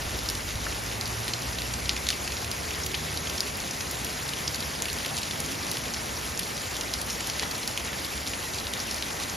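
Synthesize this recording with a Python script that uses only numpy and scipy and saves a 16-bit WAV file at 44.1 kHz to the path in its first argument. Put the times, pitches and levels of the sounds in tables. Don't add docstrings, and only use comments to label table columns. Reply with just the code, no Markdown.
import sys
import numpy as np
from scipy import signal
from scipy.fft import rfft, irfft
from scipy.io import wavfile
from scipy.ndimage import uniform_filter1d

SR = 44100
rng = np.random.default_rng(int(sys.argv[2]) if len(sys.argv) > 2 else 0)


def wav_out(sig):
    wavfile.write(sys.argv[1], SR, np.round(np.clip(np.atleast_2d(sig).T, -1, 1) * 32767).astype(np.int16))


N = 412776
BAND_LIMIT_HZ = 15850
PRE_IMPACT_S = .006


def gain_of(db):
    return 10 ** (np.asarray(db) / 20)


def unit_rms(x):
    return x / np.sqrt(np.mean(x ** 2) + 1e-20)


def at_hz(table, hz):
    table_hz, value = np.transpose(table)
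    return np.interp(np.log(hz + 1), np.log(table_hz + 1), value)


def add(mix, start_s, sound):
    part = mix[max(round(start_s * SR), 0):][:len(sound)]
    part += sound[:len(part)]


# (frequency [Hz], coherence [0-1])
COHERENCE = [(50, 0.95), (130, 0.98), (260, 0.77), (500, 0.39), (900, 0.42), (1400, 0.23), (1800, 0.1),
             (2100, 0.56), (2600, 0.82), (3000, 1), (5300, 1), (6500, 1), (16000, 1)]
def diffuse(spectrum):
    hz = np.fft.rfftfreq(N, 1 / SR)
    left, independent = rfft(rng.standard_normal((2, N)))
    coherence = np.clip(at_hz(COHERENCE, hz), 0, 1)
    right = coherence * left + np.sqrt(1 - coherence ** 2) * independent
    return irfft(np.array([left, right]) * gain_of(at_hz(spectrum, hz)) * np.sqrt(SR / 2), N)


# (frequency [Hz], density [dB/Hz])
WASH_SPECTRUM = [(60, -90), (200, -73.5), (400, -69.5), (700, -70), (1200, -72.5), (1600, -72.5),
                 (1900, -71), (2400, -73.5), (3400, -78), (5300, -76.5), (8000, -77.5), (10000, -79.5),
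                 (13000, -86.5), (15500, -82)]
def wash(patchy_db=1.98, flicker_db=0.7):
    hz, t, bands = signal.stft(diffuse(WASH_SPECTRUM), SR, nperseg=512)
    patches = uniform_filter1d(rng.standard_normal(bands.shape[1:]), size=5, axis=1)
    patches = unit_rms(uniform_filter1d(patches, size=9, axis=0))
    flicker = unit_rms(uniform_filter1d(rng.standard_normal(len(t)), size=7))
    nearness = np.clip(hz / 3500, 0.56, 1)[:, None]
    level_db = nearness * (patchy_db * patches + flicker_db * flicker)
    return signal.istft(bands * gain_of(level_db), SR, nperseg=512)[1][:, :N]


def smack(low_hz, high_hz, crack_db, ground_hz=4000, ground_db=1.0, size=512):
    hz = np.fft.rfftfreq(size, 1 / SR) + 1
    body = 1 / np.sqrt((1 + (low_hz / hz) ** 12) * (1 + (hz / high_hz) ** 12))
    body *= gain_of(ground_db * np.exp(-(2 * np.log2(hz / ground_hz)) ** 2))
    crack = gain_of(crack_db) / np.sqrt((1 + (4000 / hz) ** 4) * (1 + (hz / 10800) ** 10))
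    pulse = np.fft.fftshift(np.fft.ifft(np.hypot(body, crack), size))
    return (pulse / abs(pulse).max() * np.exp(2j * np.pi * rng.random())).real


def drop(low_hz, high_hz, ring_hz, crack_db, echo_db, spray_db,
         ring_q=6.7, echo_s=.0024, droplets=5, droplet_gain=0.078, droplet_delay_s=.03):
    lead, tail = round(PRE_IMPACT_S * SR), SR // 10
    t = np.arange(-lead, tail) / SR
    echo_at_s = echo_s * (1 + (2 * rng.random() - 1) / 10)
    blows = 1. * (t == 0)
    for db, peak_s, rise_s, decay_s in ((spray_db - 2, 0, .000285, .00057),
                                        (spray_db, 0, .0017, .0057),
                                        (echo_db, echo_at_s, .000086, .00086)):
        age_s = t - peak_s
        envelope = np.exp(np.minimum(age_s / rise_s, -age_s / decay_s)) * (abs(t) > .0002)
        burst = rng.standard_normal(len(t)) * envelope
        blows += gain_of(db) * burst / np.linalg.norm(burst)
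    landings = (rng.exponential(droplet_delay_s, droplets) * SR).astype(int) % tail
    blows[lead + landings] += droplet_gain * rng.standard_normal(droplets)
    tick = signal.fftconvolve(blows, smack(low_hz, high_hz, crack_db), "same")
    ring = signal.lfilter(*signal.iirpeak(min(ring_hz, BAND_LIMIT_HZ), ring_q, fs=SR), tick)
    return tick + ring


def patter(level_db=-35, drops_per_s=440, spread_db=5, largest_db=12.0, clumping=.5, spot_count=96):
    spots = []
    for pitch, breadth, crack in rng.standard_normal((spot_count, 3)):
        low_hz = 3100 * np.exp(.35 * pitch)
        high_hz = low_hz * 1.98 * np.exp(0.27 * breadth)
        ring_hz = low_hz * (high_hz / low_hz) ** rng.random()
        spots.append(drop(low_hz, high_hz, ring_hz, crack_db=-7 + 3.5 * crack, echo_db=-10, spray_db=-8))
    density = np.exp(clumping * rng.standard_normal(N * 40 // SR))
    fallen = np.r_[0, np.cumsum(density)]
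    when, where, size = rng.random((int(drops_per_s * N / SR), 3)).T
    times_s = np.interp(when, fallen / fallen[-1], np.linspace(0, N / SR, len(fallen)))
    sizes_db = np.minimum(-spread_db * np.log(1 - size), largest_db)
    out = np.zeros(N)
    for time_s, spot, db in zip(times_s, (where * spot_count).astype(int), sizes_db):
        add(out, time_s, gain_of(db) * spots[spot])
    return gain_of(level_db) * out


def walls(x, wet_db=-12.0, t60_s=0.2, delay_s=.004):
    t = np.arange(SR // 4) / SR
    tail = rng.standard_normal(len(t)) * gain_of(-60 * t / t60_s) * (t > delay_s)
    scatter = signal.oaconvolve(np.atleast_2d(x), tail[None] / np.linalg.norm(tail), axes=1)
    return x + gain_of(wet_db) * scatter[:, :N]


def rain_strength(level_db=-0.07, sway_db=0.22, gust_at_s=5.58, gust_width_s=0.37, gust_db=0.9):
    t = np.arange(N) / SR
    sway = sum(np.sin(2 * np.pi * (hz * t + rng.random())) for hz in np.geomspace(0.26, 1.262, 8))
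    gust = np.exp(-((t - gust_at_s) / gust_width_s) ** 2)
    return gain_of(level_db + sway_db * unit_rms(sway) + gust_db * gust)


# (frequency [Hz], density [dB/Hz])
RUMBLE_SPECTRUM = [(10, -95), (22, -88), (32, -74), (45, -71), (60, -59.5), (76, -61.5), (92, -62.5),
                   (122, -65), (165, -66.5), (250, -68.5), (450, -78), (1200, -87.5), (4000, -130)]
# (time [s], half-width [s], centre [Hz], rise [dB])
TRAFFIC_SWELLS = [(.2, .45, 62, 3), (3.2, 0.67, 417, 7.5), (5.2, 0.81, 139.9, 1.5), (5.503, 0.14, 264, 6),
                  (6.005, 2.2, 245, 2)]
def traffic(start_db=0.42, fade_db_per_s=0.17, swell_octaves=0.27):
    hz, t, bands = signal.stft(diffuse(RUMBLE_SPECTRUM), SR, nperseg=4096)
    level_db = start_db - fade_db_per_s * t
    for time_s, width_s, centre_hz, rise_db in TRAFFIC_SWELLS:
        band = np.exp(-(np.log2((hz + 1) / centre_hz) / swell_octaves) ** 2)
        swell = np.exp(-((t - time_s) / width_s) ** 2)
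        level_db = level_db + rise_db * np.outer(band, swell)
    return signal.istft(bands * gain_of(level_db), SR, nperseg=4096)[1][:, :N]


# (time [s], firing rate [Hz], firing tone [dB], octave [dB])
ENGINE_RUN = [(0, 50.86, -47, -50), (.7, 51.8, -43, -51), (1.0, 54.9, -46, -39.5), (1.22, 56.2, -56, -39),
              (1.4, 59.35, -45, -45), (1.6, 59.5, -43, -44.5), (1.85, 59.7, -45, -44.5),
              (2.0, 62.85, -43, -68), (2.3, 68.2, -43.5, -58), (2.6, 74.5, -50, -54.5),
              (3.08, 76, -44, -43), (3.32, 77.6, -49, -62), (3.7, 80, -59, -70), (4.15, 69.9, -54, -49),
              (4.45, 69.8, -49, -48.5), (4.85, 74.2, -50, -50.5), (5.45, 74.5, -64, -49)]
# (order [x firing rate], level [dB re firing tone])
WEAK_ORDERS = [(1.5, -18.5), (5, -20)]
# (centre [Hz], width [Hz], boost [dB])
PIPE_MODES = [(108.6, 14, 16.5), (375, 13, 15)]
def engine(fade_s=0.2, flutter_db=2):
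    t = np.arange(N) / SR
    times_s, *curves = np.transpose(ENGINE_RUN)
    firing_hz, firing_db, octave_db = (np.interp(t, times_s, curve) for curve in curves)
    phase = 2 * np.pi * np.cumsum(firing_hz) / SR
    tones = gain_of(firing_db) * np.sin(phase) + gain_of(octave_db) * np.sin(2 * phase)
    for order, db in WEAK_ORDERS:
        boost_db = sum(peak_db / (1 + (2 * (order * firing_hz - centre_hz) / width_hz) ** 2)
                       for centre_hz, width_hz, peak_db in PIPE_MODES)
        tones += gain_of(firing_db + db + boost_db) * np.sin(order * phase)
    uneven_firing = unit_rms(uniform_filter1d(rng.standard_normal(N), size=2500))
    fade = np.exp(-np.maximum(t - times_s[-1], 0) / fade_s)
    return np.sqrt(2) * tones * gain_of(flutter_db * uneven_firing) * fade


# (time [s], level [dB], ring [Hz], decay [cycles])
KNOCK_HITS = [(.066, -27.5, 80, 1.6), (0.555, -25, 99, 2.3), (0.6668, -20.5, 1460, 2.5),
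              (0.6675, -27, 1780, 6), (0.6714, -32, 1300, 6.5), (7.4306, -18, 970, 1.1),
              (7.4307, -28, 1970, 5), (7.4343, -27, 780, 1.8)]
def knocks():
    out, t = np.zeros(N), np.arange(SR // 8) / SR
    for time_s, db, hz, cycles in KNOCK_HITS:
        add(out, time_s, gain_of(db) * np.sin(2 * np.pi * hz * t) * np.exp(-hz * t / cycles))
    return out


def from_side(x, lead_s):
    left = np.exp(1j * np.pi * np.fft.rfftfreq(len(x), 1 / SR) * lead_s)
    return irfft(rfft(x) * np.array([left, 1 / left]), len(x))


# (time [s], level [dB], smack low edge [Hz], smack high edge [Hz], wet ring [Hz],
# crack [dB re smack], close echo [dB re direct])
NEAR_DROPS = [(0.2888, -23.5, 3700, 6000, 5400, -7, -4), (0.3001, -26.0, 2700, 11000, 9600, -24, -15),
              (0.3528, -29.5, 2300, 11000, 8400, -24, -12), (0.7254, -34, 1800, 4300, 2400, -18, -5),
              (1.0116, -26, 3700, 7000, 4000, -5, -17), (1.057, -30, 3700, 7000, 5200, -24, -8),
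              (1.281, -27, 1600, 5000, 4200, -7, -9), (1.3365, -24, 2700, 6000, 4400, -18, -4),
              (1.5859, -29, 2700, 4000, 4000, -11, 0), (1.6196, -29.5, 2720, 5000, 4640, -7, -4),
              (1.7387, -27.5, 1599, 8450, 8400, -18, -1), (1.858, -33, 3200, 6400, 3500, -18, -6),
              (1.894, -18, 2080, 5700, 4830, -13, -12), (1.9647, -28.5, 1600, 6970, 2600, -24, 1),
              (1.9773, -31.5, 2300, 7000, 2400, -13, -3), (2.0683, -26, 1900, 8500, 4200, -24, 0),
              (2.0889, -19, 1910, 8540, 3600, -2, -15), (2.1041, -21.5, 1600, 8500, 4000, -7, -4),
              (2.1098, -31.5, 2710, 4500, 4200, -7, 1), (2.1288, -31.5, 1600, 5500, 2800, -9, -3),
              (2.2768, -27.5, 1600, 6000, 2610, -7, -2), (2.321, -31.5, 2300, 8560, 4200, -11, -15),
              (2.369, -31.5, 2700, 5500, 5400, -24, -10), (2.4456, -31.0, 2300, 8500, 2800, -13, -6),
              (2.5155, -26, 2700, 11000, 4200, -24, -12), (2.7084, -31, 1890, 6000, 5950, -18, -9),
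              (2.8356, -29.5, 4000, 6800, 5600, -18, 0), (2.863, -26.5, 2300, 14000, 4400, -3, 2),
              (2.9438, -25.5, 1900, 4500, 2700, -18, -2), (2.9487, -26.5, 2700, 5500, 4000, -11, -6),
              (3.1741, -27.5, 3700, 5000, 5000, -4, -15), (3.2721, -30.5, 1910, 4510, 3210, -13, -4),
              (3.2982, -28, 2700, 7000, 3000, -4, 0), (3.3793, -28.0, 4300, 6000, 5600, -8, 0),
              (3.406, -20.5, 3700, 6000, 4900, -5, -21), (3.5713, -35, 10000, 15000, 11000, -12, -14),
              (3.6025, -32, 3700, 8500, 3800, -7, -15), (3.7104, -29, 5000, 7020, 5370, -3, -4),
              (3.8073, -28, 1900, 5500, 5200, -11, 3), (3.9116, -29.5, 4300, 14000, 10800, -11, 0),
              (4.0473, -28, 3690, 14000, 4000, -3, -2), (4.2908, -28.5, 3700, 8500, 4014, -5, -2),
              (4.3358, -29, 1900, 5000, 3000, -6, -10), (4.4777, -23, 2710, 7000, 5040, -18, -1),
              (4.5457, -28, 3700, 6000, 4400, -4, -4), (4.5582, -30, 3200, 4500, 4400, -5, -15),
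              (4.6054, -29.5, 2300, 11000, 4600, -24, -13), (4.6263, -32, 2500, 5000, 4000, -18, -8),
              (4.8222, -23.5, 2700, 11000, 6800, -7, -15), (4.856, -27.5, 2300, 4010, 2397, -5, -4),
              (4.8832, -31, 1600, 4500, 2600, -5, 4), (4.9002, -29.5, 1600, 8500, 4600, -13, -15),
              (4.9301, -29.0, 3700, 14000, 5000, -3, -5), (4.9866, -31, 3700, 5000, 4800, -5, -10),
              (5.0488, -30, 1900, 4000, 2800, -11, -2), (5.0609, -27.0, 1600, 5540, 2600, -1, 3),
              (5.1685, -28, 3200, 8500, 8400, -18, -3), (5.1777, -29, 1900, 8500, 4200, -9, 0),
              (5.1853, -28, 1900, 11000, 2600, -24, -2), (5.2316, -28, 1900, 8500, 4000, -7, 2),
              (5.3103, -29, 1587, 8500, 3600, -13, -6), (5.4034, -26.5, 5060, 11000, 9800, -7, -9),
              (5.462, -32, 4300, 8500, 8400, -11, -1), (5.7152, -25.5, 3200, 14000, 4200, -3, -2),
              (5.7709, -27.5, 1910, 5500, 4000, -9, -6), (5.9383, -29.0, 4300, 6040, 6000, -9, -9),
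              (5.9452, -29.5, 2300, 6000, 5400, -13, -5), (6.376, -29, 5000, 8500, 6800, -11, -7),
              (6.3933, -23.5, 1900, 14000, 10400, -24, 1), (6.4327, -31, 3200, 5500, 4200, -3, -11),
              (6.7543, -34, 3000, 4500, 3600, -18, -6), (6.7677, -29, 2700, 6000, 3000, -1, -8),
              (6.8108, -27.0, 2700, 8500, 8400, -9, -2), (6.9383, -23, 3500, 5600, 4700, -6, -6),
              (7.0153, -27.5, 2300, 11000, 10600, -24, 0), (7.1002, -30, 2300, 5500, 5400, -3, -4),
              (7.1052, -29.0, 3700, 7000, 5600, -11, -1), (7.206, -28.5, 1600, 8500, 8400, -13, 4),
              (7.2722, -29.0, 3700, 11000, 10800, -24, -3), (7.2992, -26, 1900, 6000, 5400, -4, -4),
              (7.3964, -24.0, 1900, 7000, 4200, -11, -11), (7.4249, -29.0, 1600, 7000, 3200, -11, -2),
              (7.4346, -29.0, 1600, 5000, 4000, -11, -1), (7.5121, -29, 3700, 11000, 4600, -24, 0),
              (7.5536, -31.5, 2700, 6000, 5200, -11, -5), (7.631, -32, 2300, 4500, 4200, -11, -15),
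              (7.677, -25, 3700, 11000, 5200, -24, -14), (7.776, -24.5, 1900, 4800, 2800, -4, -14),
              (7.8749, -34, 3300, 6300, 3700, -18, -6), (7.9314, -32, 1600, 5000, 2420, -18, -3),
              (8.0482, -29.5, 3200, 5000, 4800, -4, -15), (8.1779, -33, 2300, 6000, 5600, -11, -3),
              (8.2667, -32.5, 2300, 4500, 4000, -7, -5), (8.275, -27.5, 1600, 6000, 5800, -1, -2),
              (8.3353, -28.5, 1800, 4300, 2500, -12, -1), (8.4285, -35, 3700, 8500, 4400, -11, -5),
              (8.5363, -34, 3700, 5000, 4200, -7, -15), (8.5453, -32, 3700, 11000, 5400, -24, -3),
              (8.586, -31.0, 2300, 5000, 4800, -16, -9), (8.6006, -32.0, 3700, 5000, 4400, -7, -15),
              (8.6696, -29, 2300, 7000, 4000, -24, -15), (8.7373, -26, 2300, 6000, 3600, -3, -14),
              (8.7932, -36, 4300, 6000, 5000, -7, -15), (8.8021, -28.5, 4200, 6000, 5400, -15, -3),
              (8.9115, -27, 4300, 7000, 5600, -1, -1), (8.9446, -30.0, 5000, 8500, 8400, -7, -10),
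              (9.025, -26.5, 2400, 4800, 3900, -16, -18), (9.2005, -30, 1900, 4000, 4000, -1, -9),
              (9.2983, -32.5, 5020, 6930, 6200, -9, -3)]
def near_drops(trim_db=-0.47, impact_s=.005, close_db=-20, lead_spread_s=6e-6):
    out = np.zeros((2, N))
    for time_s, db, *colour in NEAR_DROPS:
        tick = drop(*colour, spray_db=-6 + 0.27 * (close_db - db))
        tick *= gain_of(db + trim_db) * np.sqrt(impact_s * SR / np.sum(tick ** 2))
        for port, heard in zip(out, from_side(tick, lead_spread_s * rng.standard_normal())):
            add(port, time_s - PRE_IMPACT_S, heard)
    return out


def scene():
    rain = (wash() + walls(patter())) * rain_strength()
    return rain + traffic() + engine() + walls(knocks() + near_drops())


# (frequency [Hz], lead [rad])
LEFT_LEAD = [(50, 0), (200, .15), (450, .6), (800, 1), (1100, .4), (1400, -.25), (2000, 0), (2500, .2),
             (3100, 0), (6100, -.05), (7000, -.9), (7800, -2.9), (8700, -3.35), (9600, -4.6), (10600, -6.1),
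             (12200, -6.35), (13100, -7.5), (14000, -9.2), (16000, -9.55)]
# (frequency [Hz], left minus right [dB])
LEFT_BALANCE = [(40, 0), (160, -3), (330, -1), (600, 1.5), (1000, 0.5), (1450, -0.5), (1850, 3), (2300, 1)]
def record(dry, centred_above_hz=3000):
    hz = np.fft.rfftfreq(N, 1 / SR)
    balance_db = at_hz(LEFT_BALANCE, hz) * (hz < centred_above_hz)
    left = gain_of(balance_db / 2) * np.exp(1j * at_hz(LEFT_LEAD, hz) / 2)
    ports = irfft(rfft(dry) * np.array([left, 1 / left]), N)
    lowpass = signal.firwin(511, BAND_LIMIT_HZ, window=("kaiser", 9), fs=SR)
    return signal.oaconvolve(ports, lowpass[None], "same")


dry = scene()
out = record(dry)
wav_out(out)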